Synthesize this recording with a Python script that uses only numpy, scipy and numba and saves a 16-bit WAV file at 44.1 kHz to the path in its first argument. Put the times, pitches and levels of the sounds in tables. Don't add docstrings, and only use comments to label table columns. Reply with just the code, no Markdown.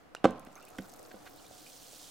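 import sys
import numpy as np
from scipy import signal
from scipy.fft import rfft, irfft
from scipy.io import wavfile
from scipy.ndimage import uniform_filter1d
from numba import njit

SR = 44100
rng = np.random.default_rng(int(sys.argv[2]) if len(sys.argv) > 2 else 0)


def to_wav(sig):
    pcm = np.clip(np.atleast_2d(sig), -1, 1) * 32767
    pcm = np.round(pcm).astype(np.int16)
    wavfile.write(sys.argv[1], SR, pcm.T)


N = 92610
T = np.arange(N) / SR

# pitch_hz, level_db
ROOM_TONE_SPECTRUM = [(25, -5.5), (60, -1), (130, -0.5), (300, -5), (700, -10.5), (1500, -8), (2500, -16),
                      (7000, -29.5), (16000, -34.5)]
ROOM_TONE_DB = -62
# pitch_hz, width_hz, rms_level_db before the swell
ROOM_RESONANCES = [(293, 32, -63.5), (490, 73, -64.5), (733.4, 32, -64.5)]
# time_s, gain_db
RESONANCE_SWELL = [(0, -2.5), (.5, -7.5), (1.0, 4.5), (1.4, 1), (2.1, -3)]

# time_s, rms_level_db
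CHURN_LEVELS = [(.1, -67.5), (.245, -58.5), (.275, -45.5), (.36, -50), (.47, -55.5), (.7, -57), (1.0, -59),
                (1.3, -60), (1.7, -65), (2.1, -63.5)]
# pitch_hz, level_db
CHURN_SPECTRUM = [(100, -13.5), (290, -9), (420, -8.5), (740, -2), (900, -9), (1300, -8.5), (1800, -22),
                  (3000, -21.5), (6000, -16)]
CHURN_PER_S, CHURN_CYCLES, CHURN_SCATTER_DB, CHURN_PHASE_RAD = 3600, 7.6, 3, 0.91

# time_s, rms_level_db before the surges
FIZZ_LEVELS = [(0, -76.5), (.4, -108), (.7, -74), (1.0, -77.5), (1.25, -66.5), (1.5, -60), (1.75, -56),
               (2.1, -55.5)]
# pitch_hz, level_db
FIZZ_SPECTRUM = [(800, -26), (2100, -9.5), (3100, 0.5), (4500, 1.5), (7000, 1), (10000, -1.5),
                 (11700, -8.5), (14000, -3), (16000, -6)]
FIZZ_PER_S, FIZZ_SCATTER_DB, FIZZ_CYCLES, FIZZ_PHASE_RAD = 7000, 0.1, 18.5, 0.71
FIZZ_SURGE_DB, FIZZ_SURGES_PER_S = 1, 45
# time_s, rms_level_db before the surges
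TINKLE_LEVELS = [(.3, -94), (.62, -71.5), (.9, -67.5), (1.25, -74.5), (1.75, -66.5), (2.1, -61.5)]
TINKLE_PER_S, TINKLE_CYCLES, TINKLE_SCATTER_DB = 720, 28, 1.5

# pitch_hz, level_db
SLAP_SPECTRUM = [(100, -23), (450, -2), (750, 2.5), (1350, 6), (2500, -1.5), (5000, -9), (8000, -6),
                 (11500, -24), (16000, -24)]
SLAP_START_S, SLAP_DB = .1499, -23.5
SLAP_SPRAY_DB, SLAP_SPRAY_T60_S = -16, 0.0086
# start_s, rms_level_db at the middle, length_s
SPLASH_TIMES = [(0.2415, -34, 0.003), (0.461, -56, 0.015), (0.784, -41, 0.0075), (1.11, -50.5, 0.012),
                (1.139, -60, 0.013), (1.252, -52.5, 0.037)]
# pitch_hz, level_db
SPLASH_SPECTRUM = [(300, -7), (1000, 1.5), (1550, 6.5), (2300, 1), (3300, -3), (5000, -9.5), (9000, -16),
                   (16000, -31)]
# start_s, starting pitch_hz, level_db before attack and decay, t60_s
SINGLE_BUBBLES = [(.1652, 2780, -40.5, 0.023), (.472, 253, -41.5, 0.045), (.555, 6200, -43.5, 0.015),
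                  (0.784, 3160, -38, 0.013), (0.7876, 247, -31.5, 0.06), (0.7976, 192.7, -35.5, 0.098),
                  (1.150, 195, -49.5, 0.11), (1.398, 3020, -49.5, .02), (1.446, 2340, -54, 0.032),
                  (1.5105, 630, -38, 0.015), (1.665, 2420, -43.5, 0.023), (1.932, 557, -41, 0.016)]
BUBBLE_RISE, BUBBLE_ATTACK_S = 0.052, 0.00054

# time_s, level_db, contact_ms, crack_db relative to the knock
BALL_KNOCKS = [(0.2440, -13, 0.33, 3.5), (0.2471, -10.5, 1.47, -1.5), (0.2542, -4.5, 0.5, -6.5),
               (0.2580, -20, 0.56, -23), (0.2788, -32.5, 0.77, -17), (0.4758, -55, 1.2, -30),
               (0.7853, -39, 0.51, -21), (0.7893, -37, 1.4, -27), (0.7989, -33.5, 1.6, -24),
               (1.1144, -47, 0.49, -12), (1.143, -38.5, 0.87, -11)]
# pitch_hz, level_db, t60_s
CUP_MODES = [(105.6, -45, 0.31), (143.6, -30, 0.23), (195, -32, 0.33), (226, -24, 0.094),
             (243.8, -21.5, 0.22), (292, -43.5, 0.35), (329, -40, 0.25), (334.4, -10, 0.053),
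             (451, -44, 0.25), (525, -2, 0.029), (533, -36, 0.46), (594, -10.5, 0.022), (635, -30.5, 0.47),
             (692, -9.5, 0.02), (747, -17, 0.041), (1042, -37.5, 0.6), (1143, -12, 0.024),
             (1262, -15, 0.024), (1495, -11.5, 0.02), (2019, -31, 0.037), (2496, -27, 0.062)]
# pitch_hz, level_db
CRACK_SPECTRUM = [(100, 15), (240, 21.5), (900, 16), (1800, 3), (3500, -1.5), (5000, -11), (7500, -11),
                  (12000, -29), (16000, -40)]
CRACK_T60_S = 0.017
CUP_LOW_HZ = 173

# start_s, level_db before decay, pitch_hz
SURFACE_POPS = [(.308, -40.5, 6800), (0.3958, -38.5, 9700), (0.45, -41.5, 9180), (0.555, -38.5, 10420),
                (.627, -42, 9800), (.652, -39, 8230), (0.69, -43, 9600), (0.7838, -37, 7700),
                (.8955, -38.5, 8600), (.918, -42.5, 6200), (.938, -39, 6740), (0.994, -38, 8600),
                (1.061, -43, 7000), (1.029, -40, 9300)]
# pitch_hz, level_db
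POP_SPECTRUM = [(2000, -2), (3500, 1.5), (6000, 1.5), (9500, 0.5), (11800, -1), (14000, 2), (16000, 0.5)]
# time_s, rms_level_db
CRACKLE_LEVELS = [(.2, -110), (.36, -78), (.6, -67), (.9, -63), (1.2, -65), (1.6, -65), (2.1, -61)]
POPS_PER_S, POP_SCATTER_DB, POP_CYCLES, POP_PHASE_RAD = 1500, 4.5, 11.3, 1
POP_SPRAY_DB, POP_SPRAY_T60_S = -8.5, 0.0083

# start_s, first pitch_hz, level_db
GURGLE_RUNS = [(0.559, 2100, -54), (0.558, 1154, -48), (.585, 1180, -53.5), (0.614, 2420, -55.5),
               (0.666, 2330, -55), (.73, 1200, -53), (.835, 1255, -55.5), (1.368, 3650, -56),
               (1.455, 3400, -57)]
GURGLE_S, GURGLE_T60_S = 0.024, 0.018
GURGLE_CLIMB, GURGLE_JITTER = 0.17, 0.058

# pitch_hz, level_db
ROOM_SPECTRUM = [(60, -30), (110, 13), (190, 8.5), (340, 1.5), (700, 2.5), (1500, 5.5), (4000, 16.5),
                 (16000, 10)]
TAIL_DB, TAIL_T60_S, TAIL_TREBLE_T60_S = -9, 0.39, 0.17
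EARLY_DB, EARLY_T60_S = -10, 0.017

RIGHT_DB = 3
CEILING, TOP_HZ = .55, 15900


def amp(db):
    return 10 ** (np.asarray(db) / 20)


def unit(x):
    return x / np.sqrt(np.mean(x ** 2))


def curve(rows):
    return amp(np.interp(T, *np.array(rows).T))


def fade(t60):
    return np.exp(-np.log(1000) * T / t60)


def add(out, at, wave):
    i = int(np.clip(at * SR, 0, N - 1))
    n = min(N - i, wave.shape[-1])
    out[..., i:i + n] += wave[..., :n]


def convolve(x, response):
    return irfft(rfft(x, 2 * N) * rfft(response, 2 * N))[..., :N]


def colour(points):
    hz, db = np.array(points).T
    size = 2048
    f = np.maximum(np.arange(size + 1) * SR / (2 * size), 1)
    cepstrum = irfft(np.log(amp(np.interp(np.log(f), np.log(hz), db))))
    causal = rfft(2 * cepstrum[1:size], 2 * size)
    one_sample_late = np.exp(-1j * np.pi * np.arange(size + 1) / size)
    h = irfft(np.exp(causal * one_sample_late))
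    return h / np.sqrt(np.sum(h ** 2))


def bubble(hz, t60):
    t = T[:int(t60 * SR) + 2]
    tone = np.sin(2 * np.pi * hz * t * (1 + BUBBLE_RISE * t / t60))
    decay = np.exp(-np.log(1000) * t / t60)
    attack = 1 - np.exp(-t / BUBBLE_ATTACK_S)
    return tone * decay * attack


@njit
def damped_sines(start, step, decay, size, phase):
    out = np.zeros(N)
    for k in range(len(start)):
        a, b = 2 * np.cos(step[k]) * np.exp(-decay[k]), np.exp(-2 * decay[k])
        now = size[k] * np.sin(phase[k])
        then = size[k] * np.sin(phase[k] + step[k]) * np.exp(-decay[k])
        for i in range(start[k], min(N, start[k] + int(7 / decay[k]) + 2)):
            out[i] += now
            now, then = then, a * then - b * now
    return out


def grains(rate, low_hz, high_hz, cycles, scatter_db, phase):
    draws = rng.random((60000, 5))
    when, pitch, life, size, place = draws[:int(rate * N / SR)].T
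    start = (when * N).astype(int)
    hz = low_hz + (high_hz - low_hz) * pitch
    t60 = cycles / hz * 3 ** (2 * life - 1)
    strength = amp(scatter_db * np.minimum(-np.log(size), 4)) / np.sqrt(t60)
    lead = phase * np.sqrt(3) * (place - .5)
    step, decay = 2 * np.pi * hz / SR, np.log(1000) / (t60 * SR)
    return np.array([damped_sines(start, step, decay, strength, side * lead) for side in (1, -1)])


def walk(rate):
    hold = int(SR / rate)
    steps = rng.standard_normal(N)[np.arange(N) // hold]
    return unit(uniform_filter1d(uniform_filter1d(steps, hold), hold))


def room_tone():
    rush = amp(ROOM_TONE_DB) * convolve(rng.standard_normal((2, N)), colour(ROOM_TONE_SPECTRUM))
    hums = np.zeros((2, N))
    for hz, width, db in ROOM_RESONANCES:
        resonance = signal.iirpeak(hz, hz / width, SR)
        hums += amp(db) * unit(signal.lfilter(*resonance, rng.standard_normal((2, N))))
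    return rush + hums * curve(RESONANCE_SWELL)


def churn():
    stream = grains(CHURN_PER_S, 151, 3340, CHURN_CYCLES, CHURN_SCATTER_DB, CHURN_PHASE_RAD)
    return unit(convolve(stream, colour(CHURN_SPECTRUM))) * curve(CHURN_LEVELS)


def fizz():
    stream = grains(FIZZ_PER_S, 1970, 17500, FIZZ_CYCLES, FIZZ_SCATTER_DB, FIZZ_PHASE_RAD)
    tinkle = grains(TINKLE_PER_S, 3370, 8920, TINKLE_CYCLES, TINKLE_SCATTER_DB, FIZZ_PHASE_RAD)
    hiss = unit(convolve(stream, colour(FIZZ_SPECTRUM))) * curve(FIZZ_LEVELS)
    bursts = hiss + unit(tinkle) * curve(TINKLE_LEVELS)
    return bursts * amp(FIZZ_SURGE_DB * walk(FIZZ_SURGES_PER_S))


def water():
    slap, splash_envelope, rings = np.zeros(N), np.zeros(N), np.zeros(N)
    click = T == 0
    spray = amp(SLAP_SPRAY_DB) * rng.standard_normal(N) * fade(SLAP_SPRAY_T60_S)
    add(slap, SLAP_START_S, click + spray)
    for at, db, length in SPLASH_TIMES:
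        add(splash_envelope, at, amp(db) * np.sin(np.pi * np.minimum(T / length, 1)))
    for at, hz, db, t60 in SINGLE_BUBBLES:
        add(rings, at, amp(db) * bubble(hz, t60))
    smack = colour(SLAP_SPECTRUM)
    slap = amp(SLAP_DB) * convolve(slap, smack / abs(smack).max())
    splashes = convolve(splash_envelope * rng.standard_normal(N), colour(SPLASH_SPECTRUM))
    return slap + splashes + rings


def knocks():
    push, grit = np.zeros(N), np.zeros(N)
    for at, db, contact_ms, crack_db in BALL_KNOCKS:
        pulse = np.sin(np.pi * np.minimum(T * 1000 / contact_ms, 1))
        add(push, at - contact_ms / 2000, amp(db) * pulse / pulse.sum())
        add(grit, at, amp(db + crack_db) * fade(CRACK_T60_S))
    cup = sum(amp(db) * np.sin(2 * np.pi * hz * T) * fade(t60) for hz, db, t60 in CUP_MODES)
    crack = convolve(grit * rng.standard_normal(N), colour(CRACK_SPECTRUM))
    struck = convolve(push, cup) + .5 * crack
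    return signal.lfilter(*signal.butter(2, CUP_LOW_HZ, "high", fs=SR), struck)


def pops():
    stream = grains(POPS_PER_S, 3800, 15400, POP_CYCLES, POP_SCATTER_DB, POP_PHASE_RAD)
    out = unit(convolve(stream, colour(POP_SPECTRUM))) * curve(CRACKLE_LEVELS)
    spray_envelope = np.zeros(N)
    for at, db, hz in SURFACE_POPS:
        add(out, at, amp(db) * np.sin(2 * np.pi * hz * T) * fade(POP_CYCLES / hz))
        add(spray_envelope, at, amp(db + POP_SPRAY_DB) * fade(POP_SPRAY_T60_S))
    spray = convolve(spray_envelope * rng.standard_normal((2, N)), colour(POP_SPECTRUM))
    return out + signal.lfilter(*signal.butter(2, 4500, "high", fs=SR), spray)


def gurgles(count=10):
    out = np.zeros(N)
    for at, hz, db in GURGLE_RUNS:
        for k, (late, detune) in enumerate(rng.random((count, 2))):
            along = (k + late) / count
            pitch = hz * (1 + GURGLE_CLIMB * along + GURGLE_JITTER * (2 * detune - 1))
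            add(out, at + GURGLE_S * along, amp(db) * bubble(pitch, GURGLE_T60_S))
    return out


def room(x):
    early, low, high = rng.standard_normal((3, 2, N))
    dull = signal.butter(2, 1800 / (SR / 2))
    low, high = signal.lfilter(*dull, low), high - signal.lfilter(*dull, high)
    tail = low * fade(TAIL_T60_S) + 0.94 * high * fade(TAIL_TREBLE_T60_S)
    tail = tail * (T > .008) / np.sqrt(np.sum(fade(TAIL_T60_S) ** 2))
    near = early * fade(EARLY_T60_S) * (T > .001) / np.sqrt(np.sum(fade(EARLY_T60_S) ** 2))
    middle, side = amp(TAIL_DB) * tail + amp(EARLY_DB) * near
    stereo = middle + 0.25 * side * np.array([[1], [-1]])
    return convolve(convolve(x, colour(ROOM_SPECTRUM)), stereo)


def scene():
    cup, crackle = knocks() + water() + gurgles(), pops()
    near = cup + room(cup + crackle.mean(axis=0)) + churn() + fizz()
    balance = amp(np.array([[-RIGHT_DB], [RIGHT_DB]]) / 2)
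    return near * balance + crackle + room_tone()


def record(dry):
    rounded = dry / (1 + (dry / CEILING) ** 6) ** (1 / 6)
    return signal.sosfilt(signal.ellip(10, .2, 70, TOP_HZ, fs=SR, output="sos"), rounded)


dry = scene()
out = record(dry)
to_wav(out)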